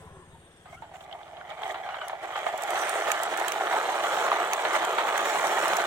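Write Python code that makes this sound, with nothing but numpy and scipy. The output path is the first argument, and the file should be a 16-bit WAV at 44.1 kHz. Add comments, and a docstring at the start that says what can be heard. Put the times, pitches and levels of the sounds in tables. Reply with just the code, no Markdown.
"""A string of hollow plastic toy trucks is pulled over asphalt, close past the listener.
First a far single-cylinder engine thuds in open country, with a brief hollow din and faint tones.
From 0.6 s the trucks crawl: dry axles chirp, wheels drop off stones and knock the plastic panels.
From about 2 s they roll faster and nearer; treads shake the shells, loose parts clatter, grit cracks.
The rear trucks take over by 3.8 s and rattle on to the end while the engine fades away."""
import sys
import numpy as np
from scipy import signal
from scipy.fft import rfft, irfft, next_fast_len
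from scipy.io import wavfile
from scipy.ndimage import uniform_filter1d

SR = 44100
rng = np.random.default_rng(int(sys.argv[2]) if len(sys.argv) > 2 else 0)


def generate_wav(sig):
    """Save sig (samples, or channels by samples) to the path in sys.argv[1] as 16-bit PCM at SR."""
    pcm = np.round(np.clip(np.atleast_2d(sig).T, -1, 1) * 32767).astype(np.int16)
    wavfile.write(sys.argv[1], SR, pcm)


N = 258602
TIME = np.arange(N) / SR


def amp(db):
    """dB to gain."""
    return 10 ** (np.asarray(db) / 20)


def unit(x):
    """Scale to rms 1."""
    return x / np.sqrt(np.mean(x ** 2) + 1e-20)


def along(points, hz):
    """Interpolate (f, value) points on a log axis."""
    f, v = np.transpose(points)
    return np.interp(np.log(hz + 1), np.log(f + 1), v)


def curves(rows):
    """One per-sample curve for each column after t."""
    times, *columns = np.transpose(rows)
    return [np.interp(TIME, times, column) for column in columns]


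def gate(rows, fade_samples):
    """Soft on/off from the first to the last row's t."""
    return uniform_filter1d(1. * ((TIME > rows[0][0]) & (TIME < rows[-1][0])), fade_samples)


def wobble(rate_hz):
    """Smooth random curve with knots at rate_hz."""
    knots = rng.standard_normal(int(N * rate_hz / SR) + 4)
    fine = signal.resample_poly(knots, 8, 1)
    return np.interp(TIME * rate_hz, np.linspace(0, len(knots), len(fine), endpoint=False), fine)


def filtered(x, response):
    """Apply a complex frequency response."""
    n = x.shape[-1]
    m = 2 * next_fast_len(n // 2 + 2048)
    return irfft(rfft(x, m) * response(np.fft.rfftfreq(m, 1 / SR)), m)[..., :n]


def colour(spectrum):
    """Minimum-phase response for (f, level) points."""
    def response(hz):
        cepstrum = irfft(np.log(amp(along(spectrum, hz))))
        cepstrum[1:len(cepstrum) // 2] *= 2
        cepstrum[len(cepstrum) // 2 + 1:] = 0
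        return np.exp(rfft(cepstrum))
    return response


def shaped(x, spectrum):
    """Filter by a spectrum, scale to rms 1."""
    return unit(filtered(x, colour(spectrum)))


def resonance(f_hz, q):
    """Response of one ringing mode."""
    return lambda hz: 1j * hz * f_hz / (q * (f_hz ** 2 - hz ** 2) + 1j * hz * f_hz)


def shimmer(x, depth_db):
    """Small shifting spectral peaks; on a truck, different wheels and panels taking the blows."""
    bins = signal.stft(x, nperseg=1024)[2]
    field = uniform_filter1d(rng.standard_normal(bins.shape[1:]), size=4, axis=0)
    field = uniform_filter1d(field, size=7, axis=1)
    return signal.istft(bins * amp(depth_db * unit(field)), nperseg=1024)[1][:, :N]


def pan(db):
    """Stereo gains for an L-R level difference."""
    gains = amp(np.array([db, -db]).reshape(2, -1) / 2)
    return gains / np.sqrt(np.mean(gains ** 2, axis=0))


# L-R coherence: f/Hz, correlation
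COHERENCE = [(100, 0.81), (300, 0.98), (700, 0.89), (1400, 0.95), (3000, 0.028), (8000, 0.046)]


def noise(size=N, lag_s=0.00012):
    """Noise at two microphone ports: alike in the bass, left delayed by lag_s."""
    m = 2 * next_fast_len(size // 2 + 1)
    hz = np.fft.rfftfreq(m, 1 / SR)
    angle = np.arccos(np.clip(along(COHERENCE, hz), -1, 1)) / 2
    mid, side = rfft(rng.standard_normal((2, m))) * np.array([np.cos(angle), np.sin(angle)])
    left = (mid + side) * np.exp(-2j * np.pi * hz * lag_s)
    return irfft(np.array([left, mid - side]))[:, :size]


def contacts(rate_hz, scatter_db, life_s):
    """Force of brief random contacts, each decaying exponentially."""
    hits = (rng.random(N) < rate_hz / SR) * amp(scatter_db * np.clip(rng.standard_normal(N), -2, 2))
    return np.sqrt(signal.lfilter([1], [1, -np.exp(-2 / (life_s * SR))], hits ** 2))


def even(force):
    """Level a force over 0.1 s, keeping its bumps."""
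    return force / np.sqrt(np.abs(uniform_filter1d(force ** 2, SR // 10)) + 1e-9)


def strays(rate_hz, level_db, f_hz, scatter_db=2):
    """Poisson events on a level curve: t/s, level/dB, f/Hz."""
    draws = rng.standard_normal((100, 4))
    times = np.cumsum((draws[:, 0] ** 2 + draws[:, 1] ** 2) / 2) / rate_hz
    sizes, detunes = np.clip(draws[:, 2:], -1.5, 1.5).T
    return [(s, level_db[int(s * SR)] + scatter_db * size, f_hz * np.exp(.12 * detune))
            for s, size, detune in zip(times, sizes, detunes) if s < TIME[-1]]


# air and hiss spectra: f/Hz, level/dB
AIR_SPECTRUM = [(20, -16), (90, -6), (250, -2), (380, 5), (550, 0), (1050, -5), (1700, -2.5), (2400, -9.5),
                (3300, -8.5), (5000, -30), (15000, -58)]
HISS_SPECTRUM = [(2000, -46), (3400, 0), (5200, -1), (7000, 3), (8800, 4), (10000, -1), (12000, -5.5),
                 (15500, -15)]
# air envelope: t/s, level/dB
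AIR_FADE = [(0, -55), (.2, -58), (.5, -57.5), (5.86, -69.5)]


def outdoors(hiss_db=-9.5):
    """Distant noise and a faint hiss die down together."""
    air = shaped(noise(lag_s=-0.00016), AIR_SPECTRUM)
    hiss = amp(hiss_db) * shaped(shimmer(noise(), depth_db=5.5), HISS_SPECTRUM)
    return amp(curves(AIR_FADE)[0]) * (air * pan(2.5) + hiss * pan(4.4))


# din spectrum: f/Hz, level/dB
DIN_SPECTRUM = [(400, -32), (530, 2), (650, -14), (850, -13), (1020, 4), (1220, -10), (1420, -5),
                (1580, -12), (1760, -3), (2000, -27), (4000, -60)]


def far_din(level_db=-55.5, hold_s=0.2, fade_db_per_s=70):
    """A far, hollow, unsteady din holds briefly and fades."""
    din = shaped(shimmer(noise(lag_s=-0.00014), depth_db=3.5), DIN_SPECTRUM)
    fade_db = fade_db_per_s * np.maximum(TIME - hold_s, 0)
    return amp(level_db - fade_db + 1.2 * wobble(25)) * din * pan(2.7)


# engine speed: t/s, firing rate/Hz
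FIRING_RATE = [(0, 18.2), (.4, 18.8), (1.2, 19.2), (5.86, 19.2)]
# engine envelope: t/s, relative level/dB
ENGINE_LEVEL = [(0, -41.5), (.17, -40), (.23, -48), (.34, -41.5), (.45, -47), (.65, -50), (.75, -43),
                (1, -52.5), (1.5, -52.5), (3, -57.5), (5.86, -78)]
# firing spectrum: f/Hz, level/dB
THUD_SPECTRUM = [(20, -14), (40, -13), (80, -7), (120, -4.5), (160, -7), (220, -15), (400, -45),
                 (1000, -107)]


def engine(gain_db=-12, echo_s=0.0122, echo_gain=0.58, rumble_db=-7, sag_s=0.0679, sag_hz=52):
    """Each firing is a dull thud, deepest part last; distance smears some into rumble."""
    def thud(hz):
        bass_delay = np.exp(2j * np.pi * sag_s * sag_hz * (np.exp(-hz / sag_hz) - 1))
        echo = echo_gain * np.exp(-2j * np.pi * hz * echo_s)
        return colour(THUD_SPECTRUM)(hz) * bass_delay * (1 + echo)
    count = np.floor(np.cumsum(curves(FIRING_RATE)[0]) / SR + 1)
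    firings = np.diff(count, prepend=0) * amp(rng.standard_normal(N))
    thuds = unit(filtered(firings, thud))
    rumble = amp(rumble_db) * shaped(noise(), THUD_SPECTRUM)
    return amp(curves(ENGINE_LEVEL)[0] + gain_db) * (thuds + rumble) * pan(0.91)


# one track per whine: t/s, f/Hz, relative level/dB
WHINE_TRACKS = [
    [(0, 8650, -68), (.4, 8650, -64), (.8, 8470, -74)],
    [(.27, 3800, -76), (.35, 3700, -68), (.55, 3500, -69), (.66, 3250, -65), (.9, 3000, -68)],
    [(.66, 2050, -67), (.75, 2170, -50), (.79, 2330, -69)],
    [(2.33, 3200, -46), (2.42, 3250, -47), (2.6, 3230, -53)],
]


def whines(relative_width=0.11):
    """Faint narrow noise flutters around a drifting pitch."""
    out = np.zeros((2, N))
    for track in WHINE_TRACKS:
        f_hz, db = curves(track)
        width_hz = relative_width * track[0][1]
        band = np.array([wobble(width_hz) + 1j * wobble(width_hz) for ear in "LR"])
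        flutter = amp(2.5 * wobble(70) - 2)
        carrier = np.exp(2j * np.pi * np.cumsum(f_hz) / SR)
        out += gate(track, SR // 20) * flutter * amp(db) * np.real(band * carrier)
    return out


def glide(track, octave_db, jitter):
    """Unsteady gliding tone; its octave grows with level, reaching octave_db at -43 dB."""
    f_hz, db = curves(track)
    phase = 2 * np.pi * np.cumsum(f_hz * (1 + jitter * wobble(370))) / SR
    tone = np.sin(phase) + amp(octave_db + db + 43) * np.sin(2 * phase)
    return gate(track, SR // 100) * amp(db + 3.8 * wobble(90)) * tone


# one track per tone: t/s, f/Hz, level/dB
TONE_TRACKS = [
    [(0, 416, -56), (.05, 444, -51), (.1, 406, -63)],
    [(.12, 410, -61), (.16, 385, -47), (.23, 352, -58)],
    [(.28, 890, -73), (.35, 910, -56), (.39, 920, -68)],
]


def low_tones():
    """Faint, nearly pure gliding tones."""
    return sum(glide(track, octave_db=-22, jitter=0.011) for track in TONE_TRACKS)


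# one track per chirp: t/s, f/Hz, level/dB
CHIRP_TRACKS = [
    [(.65, 1200, -66), (.70, 1260, -55), (.75, 1280, -70), (.78, 1400, -55), (.83, 1500, -62),
     (.89, 1440, -62)],
    [(1.83, 1650, -45.5), (1.87, 1570, -48), (1.95, 1450, -44)],
    [(1.95, 1616, -48), (1.99, 1570, -44), (2.07, 1430, -45)],
]


def axle_chirps():
    """Dry axles chirp in short, rough glides."""
    return sum(glide(track, octave_db=-2.5, jitter=0.0314) for track in CHIRP_TRACKS)


def lifts(patches, edge_s=0.0043):
    """Boost in dB that ramps up, holds and falls as a wheel crosses each patch."""
    return sum(db * np.clip(np.minimum(TIME - s, s + length_s - TIME) / edge_s + .5, 0, 1)
               for s, length_s, db in patches)


PASS_DB = -31  # rolling level at the close pass
# trucks speeding up and nearing: t/s, level/dB
ROLLING_LEVEL = [(0, -57.5), (.58, -73), (.7, -63), (.9, -53), (1.1, -46.5), (1.42, -46), (1.59, -42),
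                 (1.7, -41.5), (2.1, -40), (2.18, -43), (2.3, -37.5), (2.6, -36), (2.75, -31.5),
                 (3.58, -33), (4.2, -30.5), (4.45, -32), (5.3, -30), (5.86, -30)]
# rough asphalt: t/s, length/s, boost/dB
ROUGH_ROAD = [(.66, 0.1, 8), (.935, 0.038, 3.5), (1.49, 0.021, 4.5), (1.618, 0.11, 4.5),
              (2.225, 0.034, 3.5), (2.358, 0.037, 3), (2.46, 0.03, 3.5), (3.07, 0.049, 2.5),
              (3.36, 0.185, 1.1), (3.7, 0.09, 2.3), (4.73, 0.045, 3.5), (5.62, 0.16, 1)]


def shake_db():
    """Shaking re the close pass, from speed, nearness and rough road."""
    return curves(ROLLING_LEVEL)[0] + lifts(ROUGH_ROAD) - PASS_DB


# loose grit: t/s, length/s, boost/dB
LOOSE_GRIT = [(.68, 0.15, 23.5), (.93, .12, 14.5), (1.61, 0.17, 2), (2.55, 0.46, 1.5), (4.03, 0.26, 2),
              (5.24, 0.43, 2.5)]


def grit_db():
    """Grit level rises with shaking and where tyres scrape through loose grains."""
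    return -46 + 1.82 * shake_db() + lifts(LOOSE_GRIT)


# position of the gritty wheels: t/s, L-R/dB
WHEEL_PAN = [(1, -1), (1.7, -5), (3.3, -7), (4, -4.5), (5.86, -5)]


def wheel_pan_db():
    """L-R difference along the wheels' path."""
    return curves(WHEEL_PAN)[0]


# fine sand: t/s, length/s, level/dB
SAND_PATCHES = [(2.68, .42, -48)]
# sand spectrum: f/Hz, level/dB
SAND_SPECTRUM = [(4000, -45), (6500, -26), (8300, 6), (9300, 3), (10500, -24), (15500, -35)]


def sand():
    """A wheel ploughs through fine sand: a grainy swell in one high band."""
    grains = even(contacts(350, scatter_db=4, life_s=.0015) + .35)
    swish = shaped(grains * noise(), SAND_SPECTRUM)
    swell = sum(amp(db) * np.sin(np.pi * np.clip((TIME - s) / length_s, 0, 1))
                for s, length_s, db in SAND_PATCHES)
    return swell * swish * pan(wheel_pan_db())


# grit spectrum: f/Hz, level/dB
GRIT_SPECTRUM = [(2500, -42), (4000, -20), (4950, -8), (5500, 0.5), (6800, 1), (8200, -1), (9800, -10.5),
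                 (11000, -10), (12500, -10.5), (15500, -12.5)]
# tread block modes: f/Hz
TREAD_HZ = [6540, 7460, 8000, 9600]


def grit(crush, crackle_db=-4.5):
    """Wheels crush grit; fine grains burst and ring the tread blocks."""
    crunch = shaped(shimmer(crush * noise(), depth_db=4), GRIT_SPECTRUM)
    crackle = 0
    for f_hz in TREAD_HZ:
        bursts = contacts(70, scatter_db=-1, life_s=0.0005) * noise()
        block = resonance(f_hz, q=7)
        crackle += unit(filtered(bursts, lambda hz: colour(GRIT_SPECTRUM)(hz) * block(hz)))
    return amp(grit_db()) * (crunch + amp(crackle_db) * unit(crackle)) * pan(wheel_pan_db())


# large grains: t/s, relative level/dB, f/Hz, L-R/dB
GRAIN_CRACKS = [(2.082, -32, 9900, 6), (2.577, -36, 7550, -10), (2.6215, -32, 8000, -14),
                (2.635, -28.5, 7300, -10), (2.705, -32, 7900, -19), (2.7896, -33, 6310, -7),
                (2.816, -35, 6280, -8), (2.894, -27, 8450, -7), (3.1166, -18.5, 7060, -10.5),
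                (3.233, -27.5, 7600, -18), (3.3735, -29.5, 7300, -3), (3.3978, -31.5, 7060, -9),
                (3.482, -22.5, 7550, -16), (3.5198, -22, 6100, -11), (4.533, -21, 6300, -3),
                (4.849, -29, 7400, 6), (5.177, -28, 6600, -8), (5.4696, -26, 6560, -2),
                (5.681, -29, 5560, -6), (5.734, -27.5, 5700, -4), (5.7675, -24, 6750, -2)]


def cracks(gain_db=4, rim_db=-4, life_s=0.00083, splinters=0.16):
    """Grains snap: a sharp click, a spray of splinters, a brief ring of the wheel rim."""
    out, t = np.zeros((2, N + SR)), np.arange(SR // 20) / SR
    side_db = wheel_pan_db()
    small_grains = [(s, db, f_hz, side_db[int(s * SR)])
                    for s, db, f_hz in strays(rate_hz=3.2, level_db=grit_db() + 3.5, f_hz=7200)]
    envelope = (np.exp(-t / life_s) + splinters * np.exp(-t / .004)) * (1 - np.exp(-t / .0006)) ** 2
    for s, db, f_hz, pan_db in GRAIN_CRACKS + small_grains:
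        snap = noise(len(t)) * envelope
        body_db = 16 + .8 * (db + 21)  # larger grain, more body
        spectrum = [(500, -28.5), (2200, body_db), (4800, 0.5), (7000, 5), (12000, 0.5), (16000, -3.5)]
        rim = amp(rim_db) * unit(filtered(snap, resonance(f_hz, q=17)))
        crack = (shaped(snap, spectrum) + rim) * pan(pan_db)
        out[:, round(s * SR):][:, :len(t)] += amp(db + gain_db) * crack / np.abs(crack.mean(0)).max()
    return out[:, :N]


# small part impacts: t/s, level/dB, f/Hz
PART_CLACKS = [(0.957, -40, 3000), (1.007, -40, 3070), (1.04, -46, 3540), (1.112, -40, 3080),
               (1.1263, -29.5, 3170), (1.231, -40, 3300), (1.368, -40, 3080), (1.411, -32.5, 1460),
               (1.502, -33, 3270), (1.632, -30.5, 3200), (1.7005, -26, 1900), (1.709, -32, 3330),
               (2.013, -37, 3180), (3.4814, -22.5, 3200), (3.5192, -28, 2800)]


def clacks(life_s=0.0045):
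    """Small hard parts strike each other with a short, narrow ring."""
    out, t = np.zeros((2, N + SR)), np.arange(SR // 20) / SR
    for s, db, f_hz in PART_CLACKS:
        mode = resonance(f_hz, q=4.7)
        ring = filtered(noise(len(t)) * np.exp(-t / life_s), lambda hz: mode(hz) ** 2)
        out[:, round(s * SR):][:, :len(t)] += amp(db) * ring / np.abs(ring).max()
    return out[:, :N]


# tray spectrum: f/Hz, level/dB
TRAY_SPECTRUM = [(100, -50), (180, -13), (250, -25), (330, 1), (410, 3.5), (520, 2), (650, 4.5),
                 (1000, -74)]


def trays(bumps):
    """Bumps drum on the trucks' trays in the low mids."""
    drumming = shaped(shimmer(bumps * noise(), depth_db=2.5), TRAY_SPECTRUM)
    return amp(-38.5 + 1.53 * shake_db()) * drumming


TO_SECOND_TRUCK_S, TO_REAR_TRUCKS_S = (1.7, 3.0), (3.0, 3.8)


def handover(leading, following, span_s):
    """Crossfade from one truck to those behind it."""
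    share = np.interp(TIME, span_s, [0, 1])
    return unit((1 - share) * unit(leading) + share * unit(following))


# loose part spectra of the lead, second and rear trucks: f/Hz, level/dB
LEAD_PARTS = [(600, -42), (980, -6.5), (1200, 1.5), (1450, -5), (1700, -6.5), (1950, -1.5), (2300, -2.5),
              (2650, -18.5), (3150, -7.5), (4000, -19), (5000, -30), (9000, -70)]
SECOND_PARTS = [(600, -36), (980, -5), (1250, 1.5), (1550, -2.5), (1800, -1.5), (2050, -4), (2650, -12.5),
                (3200, -9), (4100, -18.5), (5000, -25), (9000, -61)]
REAR_PARTS = [(600, -40.5), (950, -2), (1200, 1.5), (1600, -2), (2200, -6), (2650, -11.5), (3100, -9.5),
              (4100, -15.5), (5000, -29), (9000, -59)]


def clatter(rattle):
    """Loose parts rattle, each truck in its own bands."""
    blows = shimmer(rattle * noise(), depth_db=2)
    followers = handover(shaped(blows, SECOND_PARTS), shaped(blows, REAR_PARTS), TO_REAR_TRUCKS_S)
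    parts = handover(shaped(blows, LEAD_PARTS), followers, TO_SECOND_TRUCK_S)
    return amp(-30.5 + 1.44 * shake_db()) * parts * pan(-1.4)


def shell_ring(blows, modes):
    """A hollow body's ring, rms 1; alternating mode signs steepen its skirts."""
    def response(hz):
        return sum((-1) ** k * amp(db) * resonance(f_hz, q=f_hz / width_hz)(hz)
                   for k, (f_hz, width_hz, db) in enumerate(modes))
    return unit(filtered(blows, response))


# shell modes of the two front trucks and the rear ones: f/Hz, width/Hz, level/dB
FRONT_MODES = [(656, 104, -1.5), (808, 131, -1)]
REAR_MODES = [(677, 158, -1), (878, 120, -0.5)]


def shells(bumps):
    """Bumps ring the hollow plastic shells."""
    blows = shimmer(bumps * noise(), depth_db=1.5)
    ring = handover(shell_ring(blows, FRONT_MODES), shell_ring(blows, REAR_MODES), TO_REAR_TRUCKS_S)
    return amp(PASS_DB + shake_db()) * ring * pan(-3.5)


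def rolling():
    """Treads bump over stones, driving shells, trays, loose parts and grit."""
    bump_rate_hz = np.interp(TIME, [.6, 1.6, 3], [240, 320, 500])  # more wheels, rolling faster
    steady_force = np.interp(TIME, [.5, .9, 2.2, 3], [1, .8, .7, .92])
    rocking = amp(0.75 * wobble(45) + 0.14 * wobble(11))
    bumps = even(rocking * (contacts(bump_rate_hz, scatter_db=2.3, life_s=.0014) + steady_force))
    rattle = even(bumps * (contacts(800, scatter_db=2.7, life_s=.0008) + 1.7))
    crush = even(rocking * (contacts(400, scatter_db=3.5, life_s=.014) + 1.3) + 0.23 * bumps)
    return shells(bumps) + trays(bumps) + clatter(rattle) + grit(crush)


# chassis drops: t/s, relative level/dB, panel f/Hz, relative clatter/dB
CHASSIS_DROPS = [(0.656, -39.5, 750, 1), (0.724, -36, 674, -1), (0.821, -32.5, 878, -7.5),
                 (0.913, -37.5, 775, -5), (0.937, -36, 760, 3), (1.007, -37, 670, -3),
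                 (1.147, -30.5, 690, -21), (1.368, -39, 740, 2), (1.509, -27.5, 775, -4),
                 (1.613, -29.5, 750, -2), (1.629, -26, 805, -7), (1.652, -27, 740, 0),
                 (1.743, -24.5, 726, 6), (1.757, -27, 762, -3), (1.861, -28.5, 730, -3),
                 (1.888, -24.5, 800, 3), (1.9415, -25.5, 1320, 4), (2.014, -24, 1190, 6),
                 (2.096, -25.5, 934, 4), (2.131, -24.5, 740, -9), (2.357, -21, 646, 10),
                 (2.375, -28, 880, 3), (2.430, -20, 616, 1), (2.465, -18, 710, -3), (2.491, -28, 816, 7),
                 (2.5415, -20.5, 680, -25), (2.755, -19, 776, 4), (2.882, -20.5, 680, 11),
                 (2.957, -21, 670, -10), (3.064, -19.5, 710, -4), (3.083, -17.5, 646, -15),
                 (3.337, -18.5, 656, 10), (3.411, -19, 870, -5), (3.608, -14.5, 760, -2),
                 (3.731, -16.5, 880, -5), (3.763, -17, 890, -2), (3.89, -20.5, 740, -17),
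                 (4.173, -19, 755, -12), (4.245, -22, 620, -5), (4.316, -10, 1195, -0.5),
                 (4.329, -16, 850, -6), (4.362, -18, 900, 6), (4.403, -24, 750, -18),
                 (4.650, -16.5, 838, 4.5), (4.754, -17, 610, -1), (4.82, -17, 805, 2),
                 (4.983, -15, 1100, 6), (5.05, -19, 914, -2), (5.583, -17.5, 864, -1), (5.732, -16, 740, 7)]


def knocks(gain_db=-1, life_s=0.0013, chatter=0.33, shell_db=-3, parts_db=-1):
    """A chassis drops off a stone and rings one panel; shell and loose parts chatter to rest."""
    out, t = np.zeros((2, N + SR)), np.arange(SR // 10) / SR
    jolts = strays(rate_hz=0.84, level_db=PASS_DB + shake_db() - 12, f_hz=830)
    light_drops = [(s, db, f_hz, -4) for s, db, f_hz in jolts]
    for s, db, f_hz, clatter_db in CHASSIS_DROPS + light_drops:
        port_phase = rng.normal(0, .6, (2, 1))
        drop_s = np.interp(s, [.8, 2.2], [0.0031, 0.00085])  # crawl to full speed
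        rise = 1 - np.exp(-t / drop_s)
        envelope = rise * t * np.exp(-t / (.0016 + drop_s / 3))
        panel = unit(envelope * np.sin(2 * np.pi * f_hz * t + port_phase))
        blow = noise(len(t)) * (np.exp(-t / life_s) + chatter * np.exp(-t / .02)) * rise
        parts = amp(clatter_db + parts_db) * shaped(blow, REAR_PARTS)
        knock = panel + amp(shell_db) * shell_ring(blow, REAR_MODES) + parts
        out[:, round(s * SR):][:, :len(t)] += amp(db + gain_db) * knock / np.abs(knock.mean(0)).max()
    return out[:, :N] * pan(-0.97)


def scene():
    """Trucks in front of the far engine and quiet outdoor air."""
    tones = axle_chirps() + low_tones()
    trucks = rolling() + knocks() + clacks() + cracks() + sand()
    background = whines() + engine() + far_din() + outdoors()
    return background + tones + trucks


def record(dry, top_hz=15950):
    """Two microphone ports colour the treble differently; nothing passes above top_hz."""
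    balance = [(1200, 0.9), (2400, -4.5), (3500, 0.5), (8000, 0.0), (13000, -9.0)]  # f/Hz, L-R/dB
    return filtered(dry, lambda hz: pan(along(balance, hz)) * (hz < top_hz))


dry = scene()
out = record(dry)
generate_wav(out)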